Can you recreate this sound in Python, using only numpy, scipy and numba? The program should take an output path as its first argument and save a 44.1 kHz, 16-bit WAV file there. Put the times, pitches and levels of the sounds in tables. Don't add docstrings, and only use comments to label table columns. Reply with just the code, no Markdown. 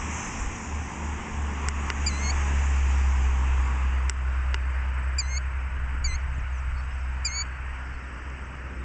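import sys
import numpy as np
from scipy import signal
from scipy.fft import rfft, irfft, next_fast_len
from scipy.io import wavfile
from scipy.ndimage import uniform_filter1d, map_coordinates
from numba import njit

SR = 44100
rng = np.random.default_rng(int(sys.argv[2]) if len(sys.argv) > 2 else 0)


def generate_wav(sig):
    pcm = np.round(np.clip(np.atleast_2d(sig).T, -1, 1) * 32767).astype(np.int16)
    wavfile.write(sys.argv[1], SR, pcm)


N = 389844


def amp(db):
    return 10 ** (np.asarray(db) / 20)


def unit(x):
    return x / np.sqrt(np.mean(x ** 2) + 1e-20)


def along(points, hz):
    f, v = np.transpose(points)
    return np.interp(np.log(hz + 1), np.log(f + 1), v)


def curves(rows):
    times, *columns = np.transpose(rows)
    return [np.interp(np.arange(N) / SR, times, column) for column in columns]


def wobble(rate):
    return map_coordinates(rng.standard_normal(int(N * rate / SR) + 4), [np.arange(N) * rate / SR])


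def filtered(x, response):
    size = next_fast_len(N + SR // 2)
    return irfft(rfft(x, size) * response(np.fft.rfftfreq(size, 1 / SR)), size)[..., :N]


def rush(spectrum, patchy_db):
    cells = signal.stft(rng.standard_normal(N), nperseg=512)[2]
    patches = uniform_filter1d(rng.standard_normal(cells.shape), size=5, axis=0)
    patches = uniform_filter1d(patches, size=14, axis=1)
    noise = signal.istft(cells * amp(patchy_db * unit(patches)), nperseg=512)[1][:N]
    return unit(filtered(noise, lambda hz: amp(along(spectrum, hz))))


def tone(hz, db):
    return np.sqrt(2) * amp(db) * np.sin(2 * np.pi * np.cumsum(hz) / SR)


def far_birds():
    # (time [s], duration [s], start pitch [Hz], middle pitch [Hz], end pitch [Hz], level [dB])
    chirps = [(2.595, 0.18, 6591, 7140, 7150, -52), (6.184, 0.033, 7200, 6060, 4800, -61),
              (6.332, 0.028, 6720, 6454, 6100, -62), (6.374, 0.039, 7330, 6600, 4800, -59),
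              (6.518, 0.046, 7030, 6360, 5950, -61), (6.557, 0.042, 6250, 5930, 5650, -59),
              (6.568, 0.039, 7450, 6800, 4900, -62), (6.75, 0.072, 4480, 4500, 4480, -57),
              (6.771, .04, 4500, 5400, 5100, -60), (6.898, .045, 4780, 5284, 5350, -60),
              (7.005, .02, 5600, 5350, 4970, -64), (7.925, 0.042, 4300, 4347, 4330, -62),
              (8.032, 0.024, 3863, 3754, 3483, -67), (8.44, 0.021, 6340, 6250, 6200, -63),
              (8.688, 0.023, 3900, 3700, 3350, -67), (8.812, 0.022, 3790, 3600, 3342, -67)]
    out = np.zeros(N + SR)
    for s, length, start, middle, end, db in chirps:
        progress = np.linspace(0, 1, round(length * SR))
        hz = np.polyval(np.polyfit([0, .5, 1], [start, middle, end], 2), progress)
        out[round(s * SR):][:len(hz)] += tone(hz, db) * np.sin(np.pi * progress) ** .5
    return out[:N] * amp(2.5 * wobble(120))


def wind():
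    # (time [s], level [dB])
    gusts = [(0, -48), (.5, -31.5), (1, -45.5), (2, -34.5), (3, -42), (3.3, -35), (4, -42), (5.7, -44),
             (5.95, -29.5), (6.15, -32.5), (6.4, -31.5), (6.6, -40.5), (7.3, -35), (8, -47), (8.84, -50)]
    breeze = [(0, -70.5), (5, -72), (7.5, -72.5), (7.85, -64), (8.3, -65), (8.84, -69)]
    # (frequency [Hz], relative density [dB])
    buffet = [(8, -28.5), (20, -2), (38, -8), (55, -6.5), (120, -21.5), (250, -36.5), (400, -82.5)]
    rustle = [(3000, -61.5), (4300, -6), (5250, 0), (6000, -5), (7900, -15.5), (9500, -62)]
    # (time [s], gain [dB], characteristic frequency [Hz])
    puffs = [(3.24, -25, 50), (5.95, -21, 110), (6.325, -27, 45), (6.383, -21, 120)]
    out = amp(curves(gusts)[0]) * unit(amp(wobble(14)) * rush(buffet, patchy_db=-3.0))
    for s, db, hz in puffs:
        u = np.arange(SR // 10) / SR * hz * 2 * np.pi
        push_and_rebound = 2 * u ** 2 * (1 - u / 3) * np.exp(-u)
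        out[round(s * SR):][:len(u)] += amp(db) * push_and_rebound
    return out + amp(curves(breeze)[0]) * rush(rustle, patchy_db=1)


def handling():
    # (time [s], gain [dB])
    clicks = [(1.6858, -17), (1.9017, -15), (4.0963, -16.5), (4.5435, -18)]
    # (frequency [Hz], press gain [dB], release gain [dB], 60 dB decay [s])
    modes = [(387, -18, -15.5, 0.085), (910, -16.5, -10.5, 0.041), (1420, -4, -2.5, 0.018),
             (2035, -5.5, -2, 0.018), (2825, -11, -4.5, 0.025), (4500, -4, 0, 0.0037),
             (5470, -2, -8, 0.0069), (5940, -8, -16.5, 0.017), (6840, -9.5, -21.5, 0.013),
             (7800, -0.5, -22, 0.017)]
    # (time [s], relative level [dB], 60 dB decay [ms])
    ticks = [(7.3525, -29, 6), (8.179, -42, 5), (8.3, -42, 20), (8.3528, -44, 7), (8.553, -40, 5)]
    out, t = np.zeros(N + SR), np.arange(SR // 20) / SR
    hz, press_db, release_db, t60 = np.transpose(modes)[:, :, None]
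    polarity = (-1) ** np.arange(len(modes))
    for k, (s, db) in enumerate(clicks):
        level_db = (release_db if k % 2 else press_db) + rng.normal(0, 0.55, hz.shape)
        ring = polarity @ (amp(level_db - 60 * t / t60) * np.sin(2 * np.pi * hz * t))
        click = amp(db) * (ring + 0.17 * amp(-60 * t / 0.036) * rng.standard_normal(len(t)))
        dull_bounce = amp(-16) * uniform_filter1d(click, size=7)
        out[round(s * SR):][:len(t)] += click
        out[round((s + .0041) * SR):][:len(t)] += dull_bounce
    for s, db, ms in ticks:
        bright_noise = np.diff(rng.standard_normal(len(t) + 1))
        out[round(s * SR):][:len(t)] += amp(db - 9.0 - 60 * t / (ms / 1000)) * bright_noise
    return out[:N]


def weaker_engine():
    # (time [s], frequency [Hz], level [dB])
    firing = [(3.2, 73, -60), (4, 73.8, -43), (5.3, 75.3, -41), (6.15, 77, -39), (6.6, 78, -47),
              (7.4, 79.5, -48), (7.9, 80.5, -60)]
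    hz, db = curves(firing)
    return tone(hz + 0.26 * wobble(4), db + 1.5 * wobble(5.5))


def heavy_engine():
    # (time [s], frequency [Hz], level [dB])
    firing = [(0, 75.8, -33), (.15, 75.1, -40), (.4, 75.08, -46), (.62, 74.4, -42), (.75, 74.27, -34),
              (1.25, 73.1, -35.5), (1.5, 71.36, -29), (2.14, 70.2, -26.5), (2.55, 68.8, -23),
              (3.0, 66.7, -21), (3.3, 65.3, -22), (3.9, 64.5, -24), (4.6, 64.32, -25), (5.83, 64.47, -30),
              (6.13, 64.1, -29.5), (7.1, 63.85, -30.5), (7.7, 63.7, -34.5), (8.2, 64.1, -37.5),
              (8.84, 64.65, -37)]
    # (time [s], levels at 1.5, 2, 3 and 4 times the firing frequency [dB])
    orders = [(0, -47, -70, -52, -73), (1.5, -55, -60.5, -47.5, -66), (2.2, -69, -43.5, -48.5, -52.5),
              (3, -49, -52.5, -50.5, -69), (3.4, -54, -45, -64, -82.5), (4.5, -54.5, -51.5, -60.5, -73),
              (6, -52.5, -46.5, -70, -60.5), (7.5, -66, -51, -72, -66), (8.84, -76, -52.5, -67, -62)]
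    throb_hz, throb_db, trough_s, throb_end_s = 3.1, -38, .93, 2.4
    t = np.arange(N) / SR
    hz, firing_db = curves(firing)
    hz = uniform_filter1d(hz, size=SR // 3) + .25 * wobble(6)
    depth = np.clip(amp(throb_db - firing_db), 0, .9) / (1 + np.exp((t - throb_end_s) / 0.18))
    throb = 1 - depth * np.cos(2 * np.pi * throb_hz * (t - trough_s))
    drone = tone(hz, firing_db + 0.44 * wobble(12)) * throb
    return drone + sum(tone(k * hz, db + 1.7 * wobble(8)) for k, db in zip((1.5, 2, 3, 4), curves(orders)))


def road_noise():
    # (time [s], relative rumble level [dB], roar level [dB], hiss level [dB])
    levels = [(0.0, -44.5, -37.5, -43), (0.22, -43.5, -36.5, -41.5), (0.6, -45, -41, -47.5),
              (1.5, -44, -39.5, -51.5), (1.87, -43, -36, -47), (2.2, -43.5, -36, -45), (2.5, -45, -36, -46),
              (2.95, -46.5, -38.5, -48), (3.8, -47.5, -38.5, -54), (4.1, -49, -40, -60.5),
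              (4.7, -48.5, -39, -61.5), (5.4, -52.5, -41.5, -65.5), (5.9, -52.5, -41.5, -67.5),
              (6.85, -55.5, -42.5, -64), (7.15, -54.5, -42, -64), (7.7, -51.5, -41.5, -70.5),
              (8.1, -49, -43.5, -72), (8.84, -45.5, -44, -71.5)]
    # (time [s], power share of the near spectra [0-1])
    nearness = [(0, 1), (2, 0.9), (3.5, 0.75), (4.5, 0), (6, 0.04), (8.84, 0.02)]
    # (frequency [Hz], relative density [dB])
    rumble_near = [(30, -48), (50, -1), (100, -3.5), (140, -2), (220, -0.5), (300, -5), (450, -10),
                   (600, -16.5), (800, -65.5)]
    rumble_far = [(30, -29), (50, 5.5), (100, -3), (140, -7.5), (190, -7), (300, -11), (450, -15),
                  (600, -16), (800, -56)]
    roar_near = [(260, -33.5), (450, -8), (489, -18.5), (592, -11.5), (772, -3), (910, -0.5), (1200, -2.5),
                 (1360, -4.5), (1520, -6.5), (1710, -4), (2680, -6), (3520, -21), (4000, -34.5),
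                 (5200, -66), (8800, -120)]
    roar_far = [(260, -43), (450, -19), (640, -11.5), (830, -11), (900, -5.5), (1200, -6), (1450, -2),
                (1750, -5), (2200, -8.5), (2600, -10), (2950, -15), (3300, -27.5), (3700, -41.5),
                (4300, -46.5), (6000, -120)]
    hiss_near = [(2350, -54), (4000, -17.5), (4250, -26.5), (4800, -25), (5200, -11), (6010, -4),
                 (6990, -2.5), (7900, -10), (10300, -48.5), (17400, -120)]
    hiss_far = [(2180, -36.5), (3700, -1.5), (4760, 1), (5430, -3.5), (6490, -2), (7660, -4.5), (7800, -3),
                (10100, -35.5), (17200, -120)]
    rumble_db, roar_db, hiss_db = curves(levels)
    share = curves(nearness)[0]

    def blend(near, far, patchy_db):
        return np.sqrt(share) * rush(near, patchy_db) + np.sqrt(1 - share) * rush(far, patchy_db)

    roar = amp(roar_db + 0.36 * wobble(8)) * blend(roar_near, roar_far, patchy_db=1.0)
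    hiss = amp(hiss_db + 0.22 * wobble(10)) * blend(hiss_near, hiss_far, patchy_db=2.0)
    rumble = amp(rumble_db + 4.0 + 0.15 * wobble(9.4)) * blend(rumble_near, rumble_far, patchy_db=0.54)
    return rumble + roar + hiss


def roar_swish():
    # (time [s], centre frequency [Hz], level [dB])
    band = [(0.0, 1040, -39), (0.2, 1030, -53), (0.68, 947, -45.5), (1.41, 983, -44.5), (1.879, 1135, -40),
            (2.3, 1006, -56), (3.51, 990, -42.5), (4.19, 1170, -48.5), (4.6, 1182, -51)]
    faded = (5.2, band[-1][1], -68)
    centre_hz, db = curves(band + [faded])
    return tone(centre_hz, db) * rush([(5, -5.5), (90, -4), (250, -12.5), (600, -86)], patchy_db=0.5)


def reflections(voice):
    # (delay [s], gain [dB], added gain above 5500 Hz [dB])
    paths = [(.016, -31, 0), (.05, -38, 0), (.066, -39, 0), (.158, -37, -12)]
    t = np.arange(SR // 3) / SR
    scatter = rng.standard_normal(len(t)) * amp(-60 * t / .35)
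    out = amp(-33.5) * signal.fftconvolve(voice, scatter / np.linalg.norm(scatter))[:N]
    for delay, db, treble_db in paths:
        delayed = np.pad(voice, (round(delay * SR), 0))[:N]
        out += filtered(delayed, lambda hz: amp(db + treble_db * (hz > 5500)))
    return out


def call_contour(start, top_hz, top_db, low_at, climb_at, low_hz, low_db,
                 flat_at, flat_hz, flat_db, flick_at, flick_hz, flick_db):
    # (time [s], pitch [Hz], level [dB])
    onset = [(-.004, -110, -39), (0, -65.5, -4.5), (.005, -11, 1.5), (0.012, 2, 0)]
    ending = [(0, 0.5, -2), (.004, -1.5, -4), (0.012, -39.5, -33.5)]
    drop_at, plunge_s, drop_share, sag_share, fade_exponent = .0205, .0085, .82, .26, .7
    flick_s, flick_db_per_hz = .0152, .043
    opening = [(s, top_hz + hz, top_db + db) for s, hz, db in onset]
    since = np.linspace(0, low_at - drop_at, 12)
    plunge = np.exp(-since / plunge_s) - np.exp(-since[-1] / plunge_s)
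    height = (1 - sag_share) * plunge + sag_share * (1 - since / since[-1])
    drop_hz = low_hz + (top_hz - low_hz) * drop_share * height
    drop_db = low_db + (top_db - low_db) * height ** fade_exponent
    drop = list(zip(drop_at + since, drop_hz, drop_db))
    flat_end = flick_at - flick_s
    body = [(max(climb_at, low_at), low_hz, low_db), (min(flat_at, flat_end), flat_hz, flat_db),
            (flat_end, flat_hz, flick_db - flick_db_per_hz * (flick_hz - flat_hz))]
    closing = [(flick_at + s, flick_hz + hz, flick_db + db) for s, hz, db in ending]
    points = [(start + s, hz, db) for s, hz, db in opening + drop + body + closing]
    first, last = points[0], points[-1]
    return [(first[0] - .0028, first[1], -120), *points, (last[0] + .0073, last[1], -120)]


def killdeer():
    calls = [(2.064, 2421, -30.5, .052, .099, 2035, -50, .187, 2163, -39, .242, 2271, -32),
             (5.185, 2427, -30.5, .058, .062, 2028, -56, .127, 2136, -43, .192, 2271, -33),
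             (6.043, 2322, -35, .078, .084, 2034, -48, .096, 2049, -47, .112, 2185, -39),
             (7.249, 2433, -32, .046, .054, 2112, -43, .114, 2260, -36, .17, 2286, -33)]
    # (frequency [Hz], gain [dB])
    path = [(2000, 8.5), (2250, -5), (2450, -3.5), (4000, 7.5), (4100, 12), (4200, 4.5), (4300, 7.5),
            (4400, 1), (4540, 5), (4900, 6), (6000, 1), (6500, 1.5), (7400, 2), (8100, -2.5), (8700, -21),
            (9000, -51), (9800, -57)]
    pitch, effort_db = curves([point for call in calls for point in call_contour(*call)])
    pitch = uniform_filter1d(pitch, size=180)
    voice = sum(tone(k * pitch, effort_db + along(path, k * pitch)) for k in range(1, 5))
    rasp = rush([(3000, -34), (4800, 3.0), (6800, 2.0), (8000, -30)], patchy_db=3.0)
    voice += amp(effort_db - 17) * np.clip((pitch - 2290) / 120, 0, 1) * rasp
    snaps = amp(-60 * np.arange(600) / SR / 0.013) * np.diff(rng.standard_normal((len(calls), 601)))
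    for (start, _, top_db, *_), snap in zip(calls, snaps):
        voice[round((start - .002) * SR):][:600] += amp(top_db - 12.5) * snap
    return voice


def scene():
    voice = killdeer()
    birds = voice + reflections(voice) + far_birds()
    traffic = heavy_engine() + weaker_engine() + road_noise() + roar_swish()
    return (birds + traffic + wind() + handling())[None]


@njit
def held(excess, release):
    out = excess.copy()
    for i in range(1, len(out)):
        out[i] = max(out[i], out[i - 1] * release)
    return out


def record(dry):
    # (frequency [Hz], gain [dB])
    roll_off = [(7700, 0), (8050, -4.5), (8350, -10.5), (8700, -22.5), (9000, -35), (9250, -59)]
    notch_hz, inner_width_hz, outer_width_hz = 4203, 30, 600
    threshold_db, duck_slope, release_s = -16, .7, .12
    hiss_db, whine_hz, whine_db = -66, 7989.5, -67.5
    sampling_hz, cutoff_hz = 16000, 9265
    quadratic = lambda hz, width: notch_hz ** 2 - hz ** 2 + 1j * hz * width
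    x = filtered(dry[0], lambda hz: quadratic(hz, inner_width_hz) / quadratic(hz, outer_width_hz))
    over_db = np.maximum(20 * np.log10(np.abs(x) + 1e-9) - threshold_db, 0)
    held_db = uniform_filter1d(held(over_db, np.exp(-1 / (release_s * SR))), size=88, origin=43)
    x = x * amp(-duck_slope * held_db) + amp(hiss_db) * rng.standard_normal(N)
    x += tone(np.full(N, whine_hz), whine_db + 2.3 * wobble(7))
    treble = filtered(x, lambda hz: (hz > 5000) * (hz < 11000))
    images = treble * 2 * np.cos(2 * np.pi * sampling_hz * np.arange(N) / SR)
    return filtered(x + images, lambda hz: amp(along(roll_off, hz)) * (hz < cutoff_hz))[None]


dry = scene()
out = record(dry)
generate_wav(out)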